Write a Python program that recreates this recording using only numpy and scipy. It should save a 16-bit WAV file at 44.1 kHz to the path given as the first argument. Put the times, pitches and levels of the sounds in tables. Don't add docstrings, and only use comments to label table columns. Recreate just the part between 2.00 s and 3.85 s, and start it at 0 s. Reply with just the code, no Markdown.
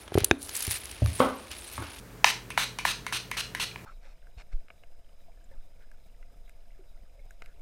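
import sys
import numpy as np
from scipy import signal
from scipy.fft import rfft, irfft
from scipy.io import wavfile
from scipy.ndimage import uniform_filter1d, minimum_filter1d

SR = 44100
rng = np.random.default_rng(int(sys.argv[2]) if len(sys.argv) > 2 else 0)


def generate_wav(signal):
    frames = np.transpose(np.atleast_2d(signal))
    scaled = np.clip(frames, -1, 1) * 32767
    pcm = np.round(scaled).astype(np.int16)
    wavfile.write(sys.argv[1], SR, pcm)


N = 81585
T = np.arange(N) / SR
TOP_HZ = 15900


def undb(db):
    return 10 ** (np.asarray(db) / 20)


def unit(x):
    return x / np.sqrt(np.mean(x ** 2))


def colour(x, spectrum):
    hz, db = np.array(spectrum).T
    bins_hz = np.maximum(np.fft.rfftfreq(2 * N, 1 / SR), 1)
    gain = undb(np.interp(np.log(bins_hz), np.log(hz), db))
    return irfft(rfft(x, 2 * N) * gain)[:N]


def noise(spectrum):
    return unit(colour(rng.standard_normal(N), spectrum))


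def resonance(hz, width_hz):
    edges_hz = np.clip([hz - width_hz / 2, hz + width_hz / 2], 20, TOP_HZ)
    band = signal.butter(2, edges_hz, "band", fs=SR, output="sos")
    return unit(signal.sosfilt(band, rng.standard_normal(N)))


def wander(rate_hz):
    size = int(SR / rate_hz)
    return unit(uniform_filter1d(uniform_filter1d(rng.standard_normal(N), size), size))


def since(start):
    return np.maximum(T - start, 0)


def flow(start, length, attack_s=0.00033, release_s=0.005):
    return (1 - np.exp(-since(start) / attack_s)) * np.exp(-since(start + length) / release_s)


def ring(start, hz, t60_s):
    return np.sin(2 * np.pi * hz * since(start)) * np.exp(-np.log(1000) * since(start) / t60_s)


# freq_hz, relative_db
AIR_SPECTRUM = [(20, -30), (35, -28), (43, -4), (70, -8), (120, -8), (180, -9), (300, -12.5), (450, -14),
                (800, -21.5), (1700, -21.5), (3000, -30.5), (16000, -36)]
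# pitch_hz, level_db
HUM_TONES = [(44, -55), (119.5, -53.5), (177, -59.5), (436, -63)]


def ventilation():
    hum = sum(undb(db) * np.sqrt(2) * np.sin(2 * np.pi * hz * T + 0.5 * wander(rate_hz=2.7))
              for hz, db in HUM_TONES)
    return undb(-49) * noise(AIR_SPECTRUM) + hum


# freq_hz, gain_db
ECHO_SPECTRUM = [(100, -47), (900, -3), (2500, 0.5), (5000, 3.5), (9000, -1), (16000, -6)]


def small_room(direct, delay_s=0.011, build_s=0.0071, split_hz=5700, echo_db=-8.5):
    age = since(delay_s)
    tail = 0
    for side, t60_s in (("low", 0.29), ("high", 0.27)):
        band = signal.butter(3, split_hz, side, fs=SR, output="sos")
        tail += signal.sosfilt(band, rng.standard_normal(N)) * np.exp(-np.log(1000) * age / t60_s)
    tail *= 1 - np.exp(-age / build_s)
    tail = colour(tail / np.linalg.norm(tail), ECHO_SPECTRUM)
    return direct + undb(echo_db) * signal.fftconvolve(direct, tail)[:N]


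# start_s, level_db, pitch_hz
LIQUID_TICKS = [(.457, -48, 2500), (1.247, -45, 2450), (1.7137, -37.5, 2500)]


def liquid_ticks():
    out = 0
    for start, db, hz in LIQUID_TICKS:
        roughness = resonance(hz, width_hz=660) * flow(start, 0.00071) / 2
        out += undb(db) * (ring(start, hz, t60_s=0.013) + roughness)
    return out


def valve_snap(start, decay_s=0.00056):
    return resonance(10600, width_hz=4700) * (T > start) * np.exp(-since(start) / decay_s)


# pitch_hz, level_db, t60_s
BOTTLE_MODES = [(720, -30, 0.036), (1000, -4.5, 0.019), (1762, -6.5, 0.019), (2155, -11, 0.015),
                (2880, -17, 0.024), (3770, -16.5, 0.022), (4460, -21, 0.028), (5930, -24, .008),
                (8500, -16, 0.01)]
# freq_hz, relative_db
CRACK_SPECTRUM = [(200, -72), (600, -48), (1000, 11.5), (2600, 7.5), (4200, -5.5), (6000, 4), (7300, -9),
                  (10000, 0.5), (16000, -40)]


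def strike(start, rise_s, crack_db, crack_s):
    modes = sum(undb(db) * ring(start, hz, t60_s) for hz, db, t60_s in BOTTLE_MODES)
    rise = 1 - np.exp(-since(start) / rise_s)
    burst = rise * np.exp(-since(start) / crack_s)
    crack = noise(CRACK_SPECTRUM) * burst
    crack *= np.linalg.norm(burst) / np.linalg.norm(crack)
    return modes * rise + undb(crack_db) * crack


# start_s, click_db, chamber_hz, suction_s, suction_db, whistle_db, snap_db
PLUNGER_RETURNS = [(0.5034, -25.5, 2440, 0.019, -40.5, -55, -36.5),
                   (0.7873, -20.5, 2430, 0.022, -35, -61, -38),
                   (1.0656, -20.5, 2150, 0.028, -39.5, -60, -38),
                   (1.3142, -19.5, 2150, 0.038, -39, -65, -31),
                   (1.549, -19.5, 1870, 0.037, -39, -63, -33.5)]


def refills(sag_db_per_s=128):
    out = 0
    for start, click_db, chamber_hz, suction_s, suction_db, whistle_db, snap_db in PLUNGER_RETURNS:
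        click = strike(start, rise_s=0.0001, crack_db=-5.5, crack_s=0.002)
        click += undb(-17) * ring(start, chamber_hz, t60_s=0.051)
        suction = resonance(chamber_hz, width_hz=430) + undb(-5.5) * noise(MIST_SPECTRUM)
        whistle = resonance(9250, width_hz=200)
        draw = undb(-sag_db_per_s * since(start)) * flow(start, suction_s)
        out += undb(click_db) * click + undb(snap_db) * valve_snap(start)
        out += draw * (undb(suction_db) * suction + undb(whistle_db) * whistle)
    return out


# start_s, level_db, lowpass_hz, pop_hz, chamber_hz, chamber_db
HEAD_KNOCKS = [(0.2438, 0, 5650, 910, 2374, -5), (0.5766, -9, 2730, 920, 2010, 3),
               (0.8522, -12, 2360, 1060, 1810, 2), (1.1244, -25.5, 2200, 990, 1810, 7),
               (1.3672, -29.5, 2200, 890, 1890, -12), (1.5977, -26, 1980, 970, 1890, -12),
               (1.7595, -31.5, 2650, 1060, 2360, 10.5)]


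def head_knocks():
    out = 0
    for start, db, lowpass_hz, pop_hz, chamber_hz, chamber_db in HEAD_KNOCKS:
        blow = strike(start, rise_s=0.0004, crack_db=2, crack_s=0.0013)
        pop = undb(-5) * ring(start, pop_hz, t60_s=0.012)
        chamber = undb(chamber_db) * ring(start, chamber_hz, t60_s=0.007)
        knock = signal.lfilter(*signal.butter(2, lowpass_hz, fs=SR), blow + pop + chamber)
        out += undb(db) * (knock + undb(-21.5) * valve_snap(start))
    return out


# freq_hz, relative_db
MIST_SPECTRUM = [(200, -11.5), (700, -17), (1300, -3), (2000, -6.5), (2700, 2.5), (3500, -1), (4100, -1.5),
                 (4900, -8.5), (6300, -4.5), (7100, -16), (8500, -8.5), (10500, -12), (13000, -20),
                 (16000, -28)]
SPLUTTER_SPECTRUM = [(200, -40), (550, -14), (950, -6.5), (1550, -5.5), (2500, 0), (3400, -31),
                     (6000, -10.5), (16000, -22.5)]
# start_s, length_s, mist_db, splutter_db, nozzle_db
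PUFFS = [(0.243, 0.066, -31.5, -31, -41), (0.575, 0.066, -32, -33.5, -37.5),
         (0.85, 0.069, -32.5, -35.5, -39), (1.124, 0.05, -31.5, -43, -44.5),
         (1.369, 0.041, -32, -39.5, -43), (1.5978, 0.045, -31.5, -51, -42)]


def spray(flutter_db=1.3, flutter_hz=500, sag_db_per_s=56):
    mist = noise(MIST_SPECTRUM) * undb(flutter_db * wander(flutter_hz))
    splutter = noise(SPLUTTER_SPECTRUM) * undb(flutter_db * wander(flutter_hz))
    nozzle = resonance(4000, width_hz=650)
    out = 0
    for start, length, mist_db, splutter_db, nozzle_db in PUFFS:
        drops = undb(splutter_db - sag_db_per_s * since(start)) * splutter
        out += flow(start, length) * (undb(mist_db) * mist + drops + undb(nozzle_db) * nozzle)
    return out


def scene():
    bass_cut = signal.butter(6, 623, "high", fs=SR, output="sos")
    bottle = spray() + signal.sosfilt(bass_cut, head_knocks() + refills() + liquid_ticks())
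    return (small_room(bottle) + ventilation())[None]


def record(dry, ceiling=0.97, window_s=0.003):
    size = int(window_s * SR)
    gain = ceiling / np.maximum(np.abs(dry), ceiling)
    gain = uniform_filter1d(minimum_filter1d(gain, size), size)
    top_cut = signal.ellip(10, 0.1, 80, TOP_HZ, fs=SR, output="sos")
    return signal.sosfilt(top_cut, dry * gain)


dry = scene()
out = record(dry)
generate_wav(out)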